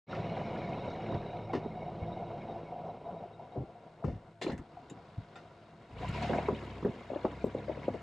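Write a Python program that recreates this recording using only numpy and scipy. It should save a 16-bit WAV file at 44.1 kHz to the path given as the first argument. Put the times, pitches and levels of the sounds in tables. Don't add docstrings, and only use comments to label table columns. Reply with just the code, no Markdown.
import sys
import numpy as np
from scipy import signal
from scipy.fft import rfft, irfft
from scipy.io import wavfile

SR = 44100
rng = np.random.default_rng(int(sys.argv[2]) if len(sys.argv) > 2 else 0)


def log_audio(samples):
    frames = np.atleast_2d(samples).T
    limited = np.clip(frames, -1, 1)
    pcm = np.round(limited * 32767).astype(np.int16)
    wavfile.write(sys.argv[1], SR, pcm)


N = 353682
TIME = np.arange(N) / SR
HZ = np.fft.rfftfreq(4096, 1 / SR)
EDGE_HZ = 14200
IDLE_CRANK_HZ = 18.02
BOOM_DB, BOOM_SLOPE = -57, 1.2
SLOW_S, SLOW_FOR_S = 0.42, 2
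DRIVE_S, DRIVE_FOR_S = 5.8, 0.18
SPIN_S, SPIN_HALF_S = 6.33, 0.12
PATCH_HALF_S = 0.044

# (time [s], crunch [dB], grit hiss [dB])
COAST_LEVELS = [(0.2, -41.5, -53), (1.1, -43.5, -55), (1.6, -45.5, -60.5), (2.45, -46, -58.5),
                (3.15, -50.5, -63), (3.85, -58.5, -66), (4.3, -57.5, -67.5), (5.05, -55, -62),
                (5.85, -58.5, -64.5)]
# (time [s], crunch [dB], grit hiss [dB])
PULL_LEVELS = [(5.9, -51, -62.5), (5.96, -47.5, -59.5), (6.05, -43.5, -51), (6.25, -40.5, -46.5),
               (6.44, -38, -52), (6.58, -45.5, -55), (6.97, -47, -59.5), (7.2, -47, -58.5),
               (8.0, -47.5, -59)]
# (frequency [Hz], density [dB per Hz])
COAST_COLOUR = [(45, -8), (110, -7.5), (170, -1.5), (300, -10), (500, -2), (750, -8), (1000, -17),
                (1400, -23), (2100, -28), (3000, -29.5), (4200, -36), (5800, -42.5), (6600, -48),
                (9500, -58), (13000, -84)]
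# (frequency [Hz], density [dB per Hz])
CREEP_COLOUR = [(45, -5.5), (150, -2.5), (300, -10.5), (500, -4), (750, -12.5), (1400, -13), (2100, -22),
                (4200, -27.5), (7500, -42), (9500, -53), (13000, -64)]
# (frequency [Hz], density [dB per Hz])
PULL_COLOUR = [(45, -8), (100, -2), (170, 0.5), (230, 3.5), (300, -5.5), (500, -5.5), (750, -15),
               (1000, -14), (1400, -19.5), (2100, -20.5), (3000, -26), (4200, -31), (5600, -38),
               (7500, -40.5), (9000, -50.5), (10800, -52), (13000, -66)]
# (frequency [Hz], width [Hz], lift at full ring [dB])
PANEL_MODES = [(707, 82, 6.5), (971, 52, 9.5), (1422, 340, 9), (2136, 150, 7), (2760, 24, 11.5),
               (3770, 110, 6), (4270, 47, 5), (5120, 180, 4)]
# (time [s], change [dB])
PATCHES = [(0.57, 2), (1.099, 3.5), (2.64, -1), (2.9, 1.5), (2.99, -3), (3.13, 2.5), (3.34, -4.5),
           (3.43, 2.5), (4.37, -12)]
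# (time [s], level [dB])
IDLE_LEVELS = [(0, -49), (2.2, -50.5), (2.9, -59), (4.3, -67), (5.85, -65), (6.05, -81)]
# (multiple of crank speed [-], level [dB])
IDLE_ORDERS = [(4, -28), (5, -16), (6, -4), (7, -11.5), (8, -8.5), (9, -3.5), (10, -9), (12, -6), (13, -22),
               (19, -6.5), (23, -14.5)]
# (time [s], crank speed [Hz], level [dB])
LOAD_REVS = [(5.92, 24.77, -56.5), (6.05, 30.54, -46), (6.2, 36.8, -44), (6.5, 36.9, -47.5),
             (6.75, 32.2, -55.5), (6.95, 30.72, -62), (7.5, 33.63, -54), (8.02, 35.5, -55.5)]
# (multiple of crank speed [-], level [dB])
LOAD_ORDERS = [(1, -20), (2, -1), (3, -0.5), (4, 0), (5, -6.5), (6, -5.5), (7, -25), (8, -24)]
# (frequency [Hz], level [dB])
WHINE_TONES = [(333.8, -75.5), (495.3, -80.5), (683.7, -64.5), (742.9, -78.5), (920.5, -76), (1373, -75),
               (1497, -79.5), (2180, -87)]
# (time [s], level [dB], pitch [Hz], swell [cycles], low body [dB],
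# rattle [dB], rattle t60 [s], crack [dB], left minus right [dB])
STONES = [(1.123, -28, 298, 1.2, -6, 0, 0.12, -11.5, -3),
          (1.5341, -23.5, 448.0, 0.8, -15, 3.5, 0.05, -7.0, 0.5),
          (1.5456, -30.5, 310, 1.1, -15.0, 4, 0.15, -22.0, 2.5),
          (1.6558, -34, 408.0, 2.6, -6, -18, 0.05, -29, -4.5),
          (3.5586, -35, 474, 0.87, -8, 0.5, 0.21, -25, 0),
          (3.5733, -30, 463, 0.43, -15, -4.5, 0.18, -34.0, 1),
          (3.6032, -40, 350.0, 0.92, 4, -8, 0.18, -26, 0), (3.633, -41, 347.0, 1.3, -6, -16, 0.1, -24.0, 0),
          (4.0397, -37.5, 387, 1.5, 3.0, 0, 0.3, 2.5, 5), (4.0818, -34, 510, 1.1, -1, 1, 0.1, -25, 1),
          (4.4135, -39, 567.0, 0.7, -16, 3.5, 0.088, -13.0, 2),
          (4.4415, -35, 374, 2.3, -13, 1, 0.11, -10, 1),
          (4.4637, -24, 364.0, 1.7, -19.0, -7, 0.18, -14, -1),
          (4.4797, -32, 590, 0.94, -1, -1, 0.21, -25.0, 0),
          (4.4955, -30, 418.0, 0.58, 5, -17, 0.1, -23, 1.0),
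          (4.5136, -40.5, 294, 1.4, 1, -1, 0.25, -19.0, 3),
          (4.5909, -42.5, 224.0, 0.45, 4, 5, 0.14, -11.5, 1.5),
          (4.606, -41, 333.0, 2.5, -9, -17, 0.08, -28.0, 1),
          (4.908, -44.0, 290, 1.3, -10, 1.5, 0.21, -12, 1),
          (6.295, -25.5, 525.0, 1.3, -20, -6.5, 0.34, -33, -5.5),
          (6.3038, -28, 353, 1.1, -13, -12, 0.04, -10, 2),
          (6.3372, -25.5, 410, 0.86, -1, -3.0, 0.04, -9.5, -1),
          (6.359, -24.5, 560.0, 1.1, 2, 1, 0.029, -23, -2),
          (6.3843, -20.5, 645, 1.2, -11, -8.5, 0.09, -31, -0.5),
          (6.4845, -20.0, 410, 2.16, -13, -8, 0.24, -6, -0.5),
          (6.52, -31.5, 220.5, 2.1, -6, -8, 0.11, -18.0, -3),
          (6.8261, -31.5, 340, 0.99, 0, -5, 0.18, -11, -2),
          (6.8481, -19.5, 384.0, 1.23, -2.5, -7.5, 0.15, -22, -1.3),
          (6.8563, -26.5, 433.0, 2.8, -23, -2, 0.11, -19.0, -1),
          (6.887, -29.5, 217, 1.2, -0.5, -9.0, 0.037, -31.0, -2),
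          (7.101, -30.5, 603, 2, -26, -15, 0.14, -34.0, 5),
          (7.1147, -31.0, 513, 1.6, -8, -5.0, 0.073, -25.0, -2),
          (7.1314, -37.0, 702, 2.2, 6, -3, 0.29, -25.0, 1.4),
          (7.1574, -28.5, 582.0, 3, -3, -9.5, 0.15, -23, 2),
          (7.2445, -22.0, 498, 2.4, -14, -9, 0.22, -19, -1.5),
          (7.2515, -20.5, 680, 0.63, 6, -6, 0.1, -27, -0.5),
          (7.442, -16.5, 435, 1, -1.5, -14, 0.056, -25, 2),
          (7.4577, -38.5, 345, 2.6, -12, 7.5, 0.15, -13, 1),
          (7.5475, -24.5, 491.0, 1.6, -3.0, -10.5, 0.3, -30.0, -1),
          (7.6798, -31.0, 553, 2.5, -12, -20, 0.04, -35.0, 4.9),
          (7.6935, -26.5, 602, 2.8, -5.5, -9.5, 0.19, -32, 2.5),
          (7.7724, -32.5, 511.0, 1.3, -12, -10, 0.17, -31.0, 5.5),
          (7.8791, -22, 553, 2.2, -2, -3, 0.087, -30, 0.2),
          (7.9017, -30, 203, 0.64, -6, -9.0, 0.22, -30.0, 0.5),
          (7.943, -31.5, 463.0, 1.05, -23, -3.0, 0.13, -34.0, 3.5)]
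# (time [s], level [dB], pitch [Hz], rattle [dB], rattle t60 [s])
THUDS = [(1.142, -25.5, 104, -14, 0.18), (1.167, -33.5, 142, -13, 0.11), (2.012, -30, 89, -20, 0.47),
         (3.574, -26.5, 124, -17, 0.23), (3.596, -32, 110, -21, 0.13), (3.612, -33, 115, -20, 0.12),
         (4.043, -22, 140, -14.5, 0.32), (4.070, -26.5, 95, -13, 0.27), (4.121, -38, 115, -19, 0.2),
         (4.147, -37, 105, -16, 0.34), (4.518, -33, 123, -7.5, 0.24), (5.175, -30, 100, -9, 0.15),
         (6.088, -24.5, 121, -18, 0.16)]
# (time [s], level [dB], t60 [s], fine-sand lift [dB])
SCRUNCHES = [(0.112, -37, 0.22, -21), (0.145, -38.5, 0.22, -13), (1.531, -32.5, 0.17, -13),
             (1.548, -38, 0.17, -11), (4.043, -44.5, 0.22, -1), (4.076, -50.5, 0.47, -8),
             (4.412, -36, 0.11, 6), (4.419, -33.5, 0.17, 6.5), (4.433, -48, 0.12, 3), (4.476, -42, 0.12, 1),
             (4.497, -45, 0.11, -14), (4.516, -43, 0.088, 10), (4.577, -44.5, 0.065, 16),
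             (4.897, -46, 0.082, 13), (5.353, -45.5, 0.27, 0)]
# (frequency [Hz], gain [dB])
SCRUNCH_COLOUR = [(110, -9.5), (300, 15), (700, 6), (1000, 3.5), (1500, -2), (1900, -7), (2300, -3.5),
                  (2700, -0.5), (3200, -9.5), (4200, -11.5), (5500, -10), (7500, -20), (9500, -30),
                  (13000, -46)]
# (frequency [Hz], level [dB])
ARCH_MODES = [(710, -1), (1390, -19), (1800, -5), (2000, -10), (2680, -18), (3450, -18), (4120, -27),
              (7150, -23)]
# (time [s], level [dB], pitch [Hz])
CRACKLES = [(0.129, -33.5, 1404), (0.229, -43, 2020), (0.350, -48, 3180), (0.392, -43, 2060),
            (0.557, -39, 1450), (0.572, -54, 3400), (0.616, -45, 1660), (0.642, -50, 2210),
            (0.732, -42, 2440), (0.900, -52, 4470), (1.060, -45, 2010), (1.134, -42.5, 1730),
            (1.142, -54, 4400), (1.228, -48, 1700), (2.035, -53, 2350), (2.408, -57, 3300),
            (2.415, -53, 2360), (4.466, -39, 2450), (4.499, -39.5, 1400), (4.500, -50, 4180),
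            (5.984, -47, 2980), (5.991, -44, 980), (6.047, -53, 1920), (6.035, -45, 1900),
            (6.080, -40, 2820), (6.087, -53, 7430), (6.138, -41, 2870), (6.163, -38, 2410),
            (6.172, -41, 1710), (6.224, -46, 4220), (6.228, -37, 2520), (6.245, -38, 2070),
            (6.250, -52, 5190), (6.291, -41, 2730), (6.333, -35, 1637), (6.382, -35.5, 2140),
            (6.458, -38, 2220), (6.467, -43, 1980), (6.547, -40.5, 2420), (6.573, -45, 2150),
            (6.661, -52, 2180), (6.701, -53, 3880), (6.848, -40.5, 1760), (6.95, -54, 1680),
            (7.146, -51, 3380), (7.160, -46, 1800), (7.210, -56, 4060), (7.301, -51, 2380),
            (7.428, -56, 4300), (7.455, -60, 7460), (7.511, -57, 3220), (7.717, -45, 2130),
            (7.748, -45.5, 2110), (7.780, -50, 2420), (7.832, -45, 2170), (7.845, -48, 2260),
            (7.867, -52, 2500), (7.977, -51, 2050)]
# (frequency [Hz], level re grit hiss [dB])
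CHIRP_TONES = [(2200, -3.5), (2420, -11), (2910, -13), (3800, -8), (4080, -14.5), (5450, -21)]
# (time of loudest point [s], level [dB], pitch [Hz], half length [s])
SQUEAKS = [(1.400, -55, 2190, .012), (1.505, -52, 2220, .009), (1.678, -66, 3940, 0.0068),
           (1.72, -54, 2190, 0.0069), (1.826, -52, 2220, 0.015), (1.874, -65, 3780, 0.022),
           (2.030, -54.5, 2180, 0.016), (2.075, -61, 3740, 0.0091), (2.130, -57, 3800, 0.013),
           (2.190, -57.5, 2190, .009), (2.425, -55, 2180, 0.017), (2.510, -64, 3790, 0.023),
           (2.671, -62, 2200, .018), (2.856, -74, 3810, .009), (2.905, -65, 3900, 0.0079),
           (3.068, -69, 3780, 0.012), (3.19, -63, 3800, .009), (3.341, -65, 3790, 0.011),
           (3.528, -68, 3820, .01)]
# (time [s], level [dB], pitch [Hz])
JOLTS = [(0.318, -37.5, 671), (0.365, -38.5, 758), (0.985, -38, 762), (1.33, -37.5, 710), (1.495, -37, 747),
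         (1.77, -38.5, 707), (1.82, -37.5, 659), (1.88, -36, 740), (2.076, -37.5, 715), (2.17, -36.5, 720),
         (2.222, -37, 697), (2.334, -42, 686), (2.452, -46, 742), (2.505, -41, 704), (2.555, -37.5, 694),
         (2.72, -35, 713), (2.752, -40.5, 760), (2.779, -38, 703), (2.836, -39, 680), (2.892, -35.5, 696),
         (3.06, -39.5, 681), (3.085, -38, 704), (3.161, -40, 671), (3.226, -39, 694), (3.393, -39, 684),
         (3.466, -53, 710), (3.521, -44.5, 700), (3.69, -50.5, 685), (3.75, -46.5, 720),
         (3.863, -47.5, 674), (4.024, -40.5, 670), (4.769, -42.5, 717), (6.025, -37, 724),
         (6.045, -39.5, 1014), (6.145, -37.5, 971), (6.218, -33.5, 702), (6.245, -34, 721),
         (6.415, -42, 744)]
# (time [s], level [dB], brightness [dB per octave])
CLUNKS = [(4.414, -40, -1.5), (4.422, -43.5, 5.5), (4.477, -55, 6), (4.498, -50, -2), (4.516, -42, -17),
          (4.531, -49, -22), (4.578, -51, -12)]
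# (frequency [Hz], level [dB], t60 [s])
CLUNK_MODES = [(1754, -6.5, 0.11), (1910, -7.5, 0.18), (2110, -10, 0.21), (2680, -3, 0.067),
               (2934, -11, 0.12), (3490, -6.5, 0.14), (3850, -15, 0.11), (4077, -6, 0.11),
               (4160, -13.5, 0.2), (4820, -18, .15), (7100, -17, 0.081)]
# (time [s], level [dB], brightness [dB per octave])
CLINKS = [(4.897, -48, 0.0057)]
# (frequency [Hz], level [dB], t60 [s])
CLINK_MODES = [(2650, -9, .068), (2875, -9, .09), (3750, -5.5, 0.079), (6560, -11, .07), (7170, 0, 0.049),
               (7520, -11, 0.1), (10100, -17, 0.044)]
# (time [s], level [dB], brightness [dB per octave])
CLACKS = [(5.356, -46.5, 0)]
# (frequency [Hz], level [dB], t60 [s])
CLACK_MODES = [(1010, -3, 0.074), (1380, 1, 0.13), (1965, -24, 0.063), (2520, -3, 0.055),
               (2540, -10, 0.098), (3600, -6, 0.086), (4840, -16, .05), (7460, -17, .06)]
# (time [s], level before the band-pass [dB])
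TREBLE_BURSTS = [(1.536, -57), (4.046, -60), (6.488, -59), (6.851, -54), (7.452, -52), (7.883, -52)]
# (frequency [Hz], level of the left-right difference [dB])
SIDE_COLOUR = [(60, -24), (250, -16.5), (600, -19), (1200, -6.5), (4000, -3), (8000, -4), (13000, -1)]
# (frequency [Hz], left minus right at full width [dB])
LEAN = [(100, 0.51), (600, 3.1), (1200, 1.9), (4000, 2.2), (8000, 5.3)]
# (time [s], width factor [-])
OPENING = [(2.25, 0.0052), (2.9, 0.12), (3.5, 0.59)]


def amp(db):
    return 10 ** (np.asarray(db) / 20)


def evened(x):
    return x / np.sqrt(np.mean(x ** 2) + 1e-20)


def curves(rows):
    s, *columns = np.transpose(rows)
    return [np.interp(TIME, s, c) for c in columns]


def read(points):
    hz, value = np.transpose(points)
    return np.interp(np.log(HZ + 1), np.log(hz + 1), value)


def ramp(start_s, length_s):
    return np.clip((TIME - start_s) / length_s, 0, 1)


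def bump(centre_s, half_s):
    return np.exp(-((TIME - centre_s) / half_s) ** 2)


def add(mix, s, sound):
    part = mix[max(round(s * SR), 0):][:len(sound)]
    part += sound[:len(part)]


def colour(x, db):
    log_gain = np.log(amp(np.maximum(db, db.max() - 100)))
    circle = np.concatenate([log_gain, log_gain[-2:0:-1]])
    taps = np.fft.ifft(np.exp(np.conj(signal.hilbert(circle)))).real
    return signal.oaconvolve(x, taps)[:len(x)]


def band(x, low_hz, high_hz, order=3):
    edges_hz = [low_hz, min(high_hz, SR / 2 - 1)]
    return signal.sosfilt(signal.butter(order, edges_hz, "band", fs=SR, output="sos"), x)


def wander(rate_hz):
    rolloff = 1 + (np.fft.rfftfreq(N, 1 / SR) / rate_hz) ** 4
    return evened(irfft(rfft(rng.standard_normal(N)) / rolloff, N))


def grains(per_s, spread_db):
    size = amp(spread_db * np.minimum(rng.exponential(1, N), 4))
    return evened(size * rng.choice([-1, 1], N) * (rng.random(N) < per_s / SR))


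def fuzzy_tone(hz, blur_hz):
    carrier = np.exp(2j * np.pi * np.cumsum(hz * np.ones(N)) / SR)
    return ((wander(blur_hz) + 1j * wander(blur_hz)) * carrier).real


def tread(rows):
    crunch_db, grit_db = curves(rows)
    patches_db = sum(db * bump(s, PATCH_HALF_S) for s, db in PATCHES)
    return crunch_db + patches_db, grit_db + 0.28 * patches_db


def hiss(level_db=-90, low_hz=6000, high_hz=9000):
    return amp(level_db) * evened(band(rng.standard_normal(N), low_hz, high_hz, order=2))


def treble_bursts(length_s=0.00055, low_hz=8000, high_hz=14000):
    out, t = np.zeros(N), np.arange(SR // 200) / SR
    for s, db in TREBLE_BURSTS:
        add(out, s, amp(db) * rng.standard_normal(len(t)) * np.exp(-t / length_s))
    return band(out, low_hz, high_hz, order=2)


def whine(level_db=-3, blur_hz=14):
    return amp(level_db) * sum(amp(db) * fuzzy_tone(hz, blur_hz) for hz, db in WHINE_TONES)


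def orders(crank_hz, table, jitter, flutter_db):
    turns = np.cumsum(crank_hz * (1 + jitter * wander(7.2))) / SR
    total = np.zeros(N)
    for k, db in table:
        tone = np.sin(2 * np.pi * (round(k) * turns + rng.random()))
        total += amp(db + flutter_db * wander(4.4)) * tone
    return np.sqrt(2) * total


def engine():
    idle_db, = curves(IDLE_LEVELS)
    idle = amp(idle_db) * orders(IDLE_CRANK_HZ, IDLE_ORDERS, jitter=0.0062, flutter_db=3.5)
    boom_db = BOOM_DB + BOOM_SLOPE * (idle_db - idle_db.max())
    boom = amp(boom_db) * np.sin(2 * np.pi * 2 * IDLE_CRANK_HZ * TIME)
    crank_hz, load_db = curves(LOAD_REVS)
    drone = amp(load_db) * orders(crank_hz, LOAD_ORDERS, jitter=0.0041, flutter_db=2.0)
    return idle + boom + ramp(5.88, 0.055) * drone


def buzz(hz=708, blur_hz=62, drift_hz=28, throb_db=4.0, uneven_db=1.5,
         rolling_db=-13, crawl_db=-8, driven_db=-16, spin_db=14):
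    turns = np.cumsum(IDLE_CRANK_HZ * (1 + 0.057 * wander(13.0))) / SR
    shake = amp(throb_db * np.sqrt(2) * np.cos(2 * np.pi * turns) + uneven_db * wander(9.1))
    share_db = (rolling_db + (crawl_db - rolling_db) * ramp(SLOW_S, SLOW_FOR_S)
                + (driven_db - crawl_db) * ramp(DRIVE_S, DRIVE_FOR_S) + spin_db * bump(SPIN_S, SPIN_HALF_S))
    crunch_db = tread(list(COAST_LEVELS) + list(PULL_LEVELS))[0]
    return amp(crunch_db + share_db) * evened(fuzzy_tone(hz + drift_hz * wander(8.775), blur_hz) * shake)


def jolts(rise_s=0.0016, length_s=0.023, waver=0.023, rattle_db=-11.0, low_hz=520, high_hz=930):
    out, t = np.zeros(N), np.arange(SR // 10) / SR
    envelope = (1 - np.exp(-t / rise_s)) * np.exp(-(t / length_s) ** 2)
    bend = 1 + waver * wander(70)
    rattle = amp(rattle_db) * evened(band(rng.standard_normal(N), low_hz, high_hz, order=5))
    for s, db, hz in JOLTS:
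        now = slice(round(s * SR), round(s * SR) + len(t))
        tone = np.sin(2 * np.pi * np.cumsum(hz * bend[now]) / SR)
        add(out, s, amp(db) * envelope * (tone + rattle[now]))
    return out


def chirps(level_db=-2.0, blur_hz=110, flutter_db=6):
    fade = np.clip((4.2 - TIME) / 3.96, 0, 1)
    rolling = amp(tread(COAST_LEVELS)[1] + level_db) * fade
    total = np.zeros(N)
    for hz, db in CHIRP_TONES:
        flutter = amp(flutter_db * np.tanh(wander(13)))
        total += amp(db) * evened(fuzzy_tone(hz, blur_hz) * flutter)
    return rolling * total


def squeaks(waver=0.018):
    out, bend = np.zeros(N), 1 + waver * wander(90)
    for s, db, hz, half_s in SQUEAKS:
        t = np.arange(-3 * half_s, 3 * half_s, 1 / SR)
        turns = np.cumsum(hz * bend[round(s * SR):][:len(t)]) / SR
        add(out, s + t[0], amp(db) * np.exp(-(t / half_s) ** 2) * np.sin(2 * np.pi * turns))
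    return out


def metal(blows, modes, rise_s, rough, detune=0.0034):
    out, t = np.zeros(N), np.arange(SR // 4) / SR
    chatter = wander(170)
    for s, db, tilt_db in blows:
        for hz, mode_db, t60_s in modes:
            start_db = db + mode_db + tilt_db * np.log2(hz / modes[0][0])
            envelope = amp(start_db - 60 * t / t60_s) * (1 - np.exp(-t / rise_s))
            phase = 2 * np.pi * (hz * (1 + detune * rng.standard_normal()) * t + rng.random())
            shaken = rough * chatter[rng.integers(N // 2):][:len(t)]
            add(out, s, envelope * np.sin(phase + shaken))
    return out


def fittings():
    return (metal(CLUNKS, CLUNK_MODES, rise_s=0.001, rough=1.2)
            + metal(CLINKS, CLINK_MODES, rise_s=0.0023, rough=0.97)
            + metal(CLACKS, CLACK_MODES, rise_s=0.0024, rough=0.84))


def knock(hz, cycles, overtone, overtone_db, rattle_db, rattle_t60_s, below, above, snap_db):
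    t = np.arange(SR // 3) / SR
    u = t * hz / cycles
    swell = u * np.exp(1 - u)
    tones = np.sin(2 * np.pi * hz * t) + amp(overtone_db) * np.sin(2 * np.pi * overtone * hz * t)
    rattle = evened(band(rng.standard_normal(len(t)), below * hz, above * hz, order=4))
    rattle *= amp(-60 * t / rattle_t60_s) * (1 - np.exp(-t / 0.0043))
    snap = rng.standard_normal(len(t)) * np.exp(-((t - .003) / 0.00038) ** 2)
    return swell ** 2 * tones + amp(rattle_db) * rattle + amp(snap_db) * snap


def thuds(level_db=-2):
    out = np.zeros(N)
    for s, db, hz, rattle_db, t60_s in THUDS:
        blow = knock(hz, cycles=0.91, overtone=1.754, overtone_db=-12.5, rattle_db=rattle_db + 6.5,
                     rattle_t60_s=t60_s, below=0.27, above=2.21, snap_db=-43.5)
        add(out, s, amp(db + level_db) * blow)
    return out


def scrunches(level_db=-5, rise_s=0.0023, ring_width=0.05, ring_db=-4, sand_hz=6000.):
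    out, t = np.zeros(N), np.arange(SR // 3) / SR
    spray = grains(1800, 1.6)
    sand_shelf = HZ ** 8 / (HZ ** 8 + sand_hz ** 8)
    for s, db, t60_s, sand_db in SCRUNCHES:
        burst = spray[round(s * SR):][:len(t)]
        ring = np.zeros(len(burst))
        for hz, mode_db in ARCH_MODES:
            mode = band(burst, hz * (1 - ring_width), hz * (1 + ring_width), order=2)
            ring += amp(mode_db) * evened(mode)
        grit = evened(colour(burst, read(SCRUNCH_COLOUR))) + amp(ring_db) * ring
        grit = evened(colour(grit, sand_db * sand_shelf))
        add(out, s, amp(db + level_db) * grit * amp(-60 * t / t60_s) * (1 - np.exp(-t / rise_s)))
    return out


def crackles(ring_s=0.0034, bounce_s=0.018, bounce_db=-8.5, scatter=0.22, count=10):
    out, t = np.zeros(N), np.arange(SR // 25) / SR
    envelope = np.exp(-t / ring_s) * (1 - np.exp(-t / 0.00074))
    for s, db, hz in CRACKLES:
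        add(out, s, amp(db) * envelope * np.sin(2 * np.pi * hz * t))
        for delay, detune in zip(rng.random(count), rng.standard_normal(count)):
            tick = envelope * np.sin(2 * np.pi * hz * np.exp(scatter * detune) * t)
            add(out, s + bounce_s * delay ** 2, amp(db + bounce_db) * tick)
    return out


def pebbles(driven_db=-3.5, coast_db=-5, per_s=13, sparse_db=-56, spread_db=1.4, ring_cycles=9,
            tilt_db=-13, clump_db=3, count=40):
    t, out = np.arange(SR // 20) / SR, np.zeros(N)
    grit_db = tread(list(COAST_LEVELS) + list(PULL_LEVELS))[1]
    crowd = np.maximum(amp(grit_db - sparse_db) ** 2, 1)
    for hz in np.geomspace(1100, 7000, count) * rng.uniform(1.0, 1.03, count):
        ring = np.sin(2 * np.pi * hz * t) * np.exp(-t * hz / ring_cycles) * (1 - np.exp(-t / 0.002))
        size = amp(spread_db * np.minimum(rng.exponential(1, N), 3))
        hits = size * (rng.random(N) < crowd * per_s / SR)
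        tilt = amp(tilt_db * np.log2(max(hz, 2900) / 2900))
        out += tilt * np.sqrt(hz) * signal.oaconvolve(hits, ring)[:N]
    driven = ramp(DRIVE_S, DRIVE_FOR_S)
    rolling_db = coast_db - 9 * ramp(1.3, 1.9)
    level = amp(grit_db + driven * driven_db + (1 - driven) * rolling_db)
    clumps = amp(clump_db * np.tanh(wander(60)))
    return level * evened(out / np.sqrt(crowd) * clumps)


def stones(crack_hz=1030):
    out = np.zeros((2, N))
    for s, db, hz, cycles, body_db, rattle_db, t60_s, crack_db, pan_db in STONES:
        tyre = knock(hz, cycles, overtone=0.585, overtone_db=body_db, rattle_db=rattle_db,
                     rattle_t60_s=t60_s, below=0.31, above=1.364, snap_db=-49)
        crack = knock(crack_hz, cycles=2.5, overtone=1.18, overtone_db=-6.5, rattle_db=-0.5,
                      rattle_t60_s=0.065, below=0.31, above=1.18, snap_db=-31.5)
        for channel, side_db in zip(out, (pan_db / 2, -pan_db / 2)):
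            add(channel, s, amp(db + side_db) * (tyre + amp(crack_db) * crack))
    return out


def gravel(rows, spectrum, ring, per_s, spread_db, clump_db, rumble_db, rumble_slope,
           crunch_db, grit_db, rough_db):
    clumps = wander(16.8)
    panels_db = sum(db / (1 + (2 * (HZ - hz) / width) ** 2) for hz, width, db in PANEL_MODES)
    tone_db = read(spectrum) + ring * panels_db
    coarse = evened(grains(per_s, spread_db) * amp(clump_db * clumps)) + 0.58 * rng.standard_normal(N)
    edges_hz = np.geomspace(1400, 14000, 9)
    chips = np.zeros(N)
    for low_hz, high_hz in zip(edges_hz, edges_hz[1:]):
        ticks = grains(per_s, spread_db) * amp(clump_db * (clumps + wander(23)) / 2)
        chips += band(ticks, low_hz, high_hz, order=2)
    fine = (chips + rng.standard_normal(N)) * amp(rough_db * np.tanh(wander(170)))
    coarse, fine = colour(coarse, tone_db), colour(fine, tone_db)
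    crunch, grit = tread(rows)
    rumble = crunch.max() + rumble_slope * (crunch - crunch.max())
    return (amp(rumble + rumble_db) * evened(band(coarse, 68, 366))
            + amp(crunch + crunch_db) * evened(band(coarse, 313, 1155, order=4))
            + amp(grit + grit_db) * evened(band(fine, 1726, EDGE_HZ, order=4)))


def tyres():
    slow, driven = ramp(3.13, 1.3), ramp(DRIVE_S, DRIVE_FOR_S)
    coast = gravel(COAST_LEVELS, COAST_COLOUR, ring=1.0, per_s=1600, spread_db=2.0, clump_db=2.5,
                   rumble_db=-1.0, rumble_slope=1.47, crunch_db=1.5, grit_db=-6.5, rough_db=0.0)
    creep = gravel(COAST_LEVELS, CREEP_COLOUR, ring=0.71, per_s=1200, spread_db=1.0, clump_db=1.5,
                   rumble_db=-4.5, rumble_slope=0.98, crunch_db=-2.5, grit_db=-5.0, rough_db=2.0)
    pull = gravel(PULL_LEVELS, PULL_COLOUR, ring=0.9, per_s=450, spread_db=1.5, clump_db=3.5,
                  rumble_db=-8.5, rumble_slope=0.94, crunch_db=-3.5, grit_db=-2.5, rough_db=1.5)
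    undriven = np.sqrt(1 - slow) * coast + np.sqrt(slow) * creep
    return np.sqrt(1 - driven) * undriven + np.sqrt(driven) * pull


def spread(x):
    size = 2 * (len(HZ) - 1)
    t = np.arange(size) / SR
    scatter = rng.standard_normal(size) * np.exp(-t / 0.005) * (t > .001)
    scattered = signal.oaconvolve(x, scatter / np.linalg.norm(scatter))[:N]
    opening, = curves(OPENING)
    side = opening * colour(scattered, read(SIDE_COLOUR))
    left, right = colour(x, read(LEAN) / 2), colour(x, -read(LEAN) / 2)
    lean = opening * (left - right) / 2
    return np.array([x + side + lean, x - side - lean])


def scene():
    knocks = stones()
    middle = knocks.mean(0)
    background = hiss() + treble_bursts() + whine() + engine()
    loose_parts = buzz() + jolts() + chirps() + squeaks() + fittings()
    ground = thuds() + scrunches() + crackles() + pebbles() + tyres()
    return knocks - middle + spread(middle + background + loose_parts + ground)


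def record(dry):
    fade = ramp(.066, 0.045) ** 1.37
    sound = signal.sosfilt(signal.butter(4, 29, "high", fs=SR, output="sos"), dry * fade)
    low_pass = signal.firwin(511, EDGE_HZ, window=("kaiser", 9), fs=SR)
    return signal.oaconvolve(sound, low_pass[None], "same")


dry = scene()
out = record(dry)
log_audio(out)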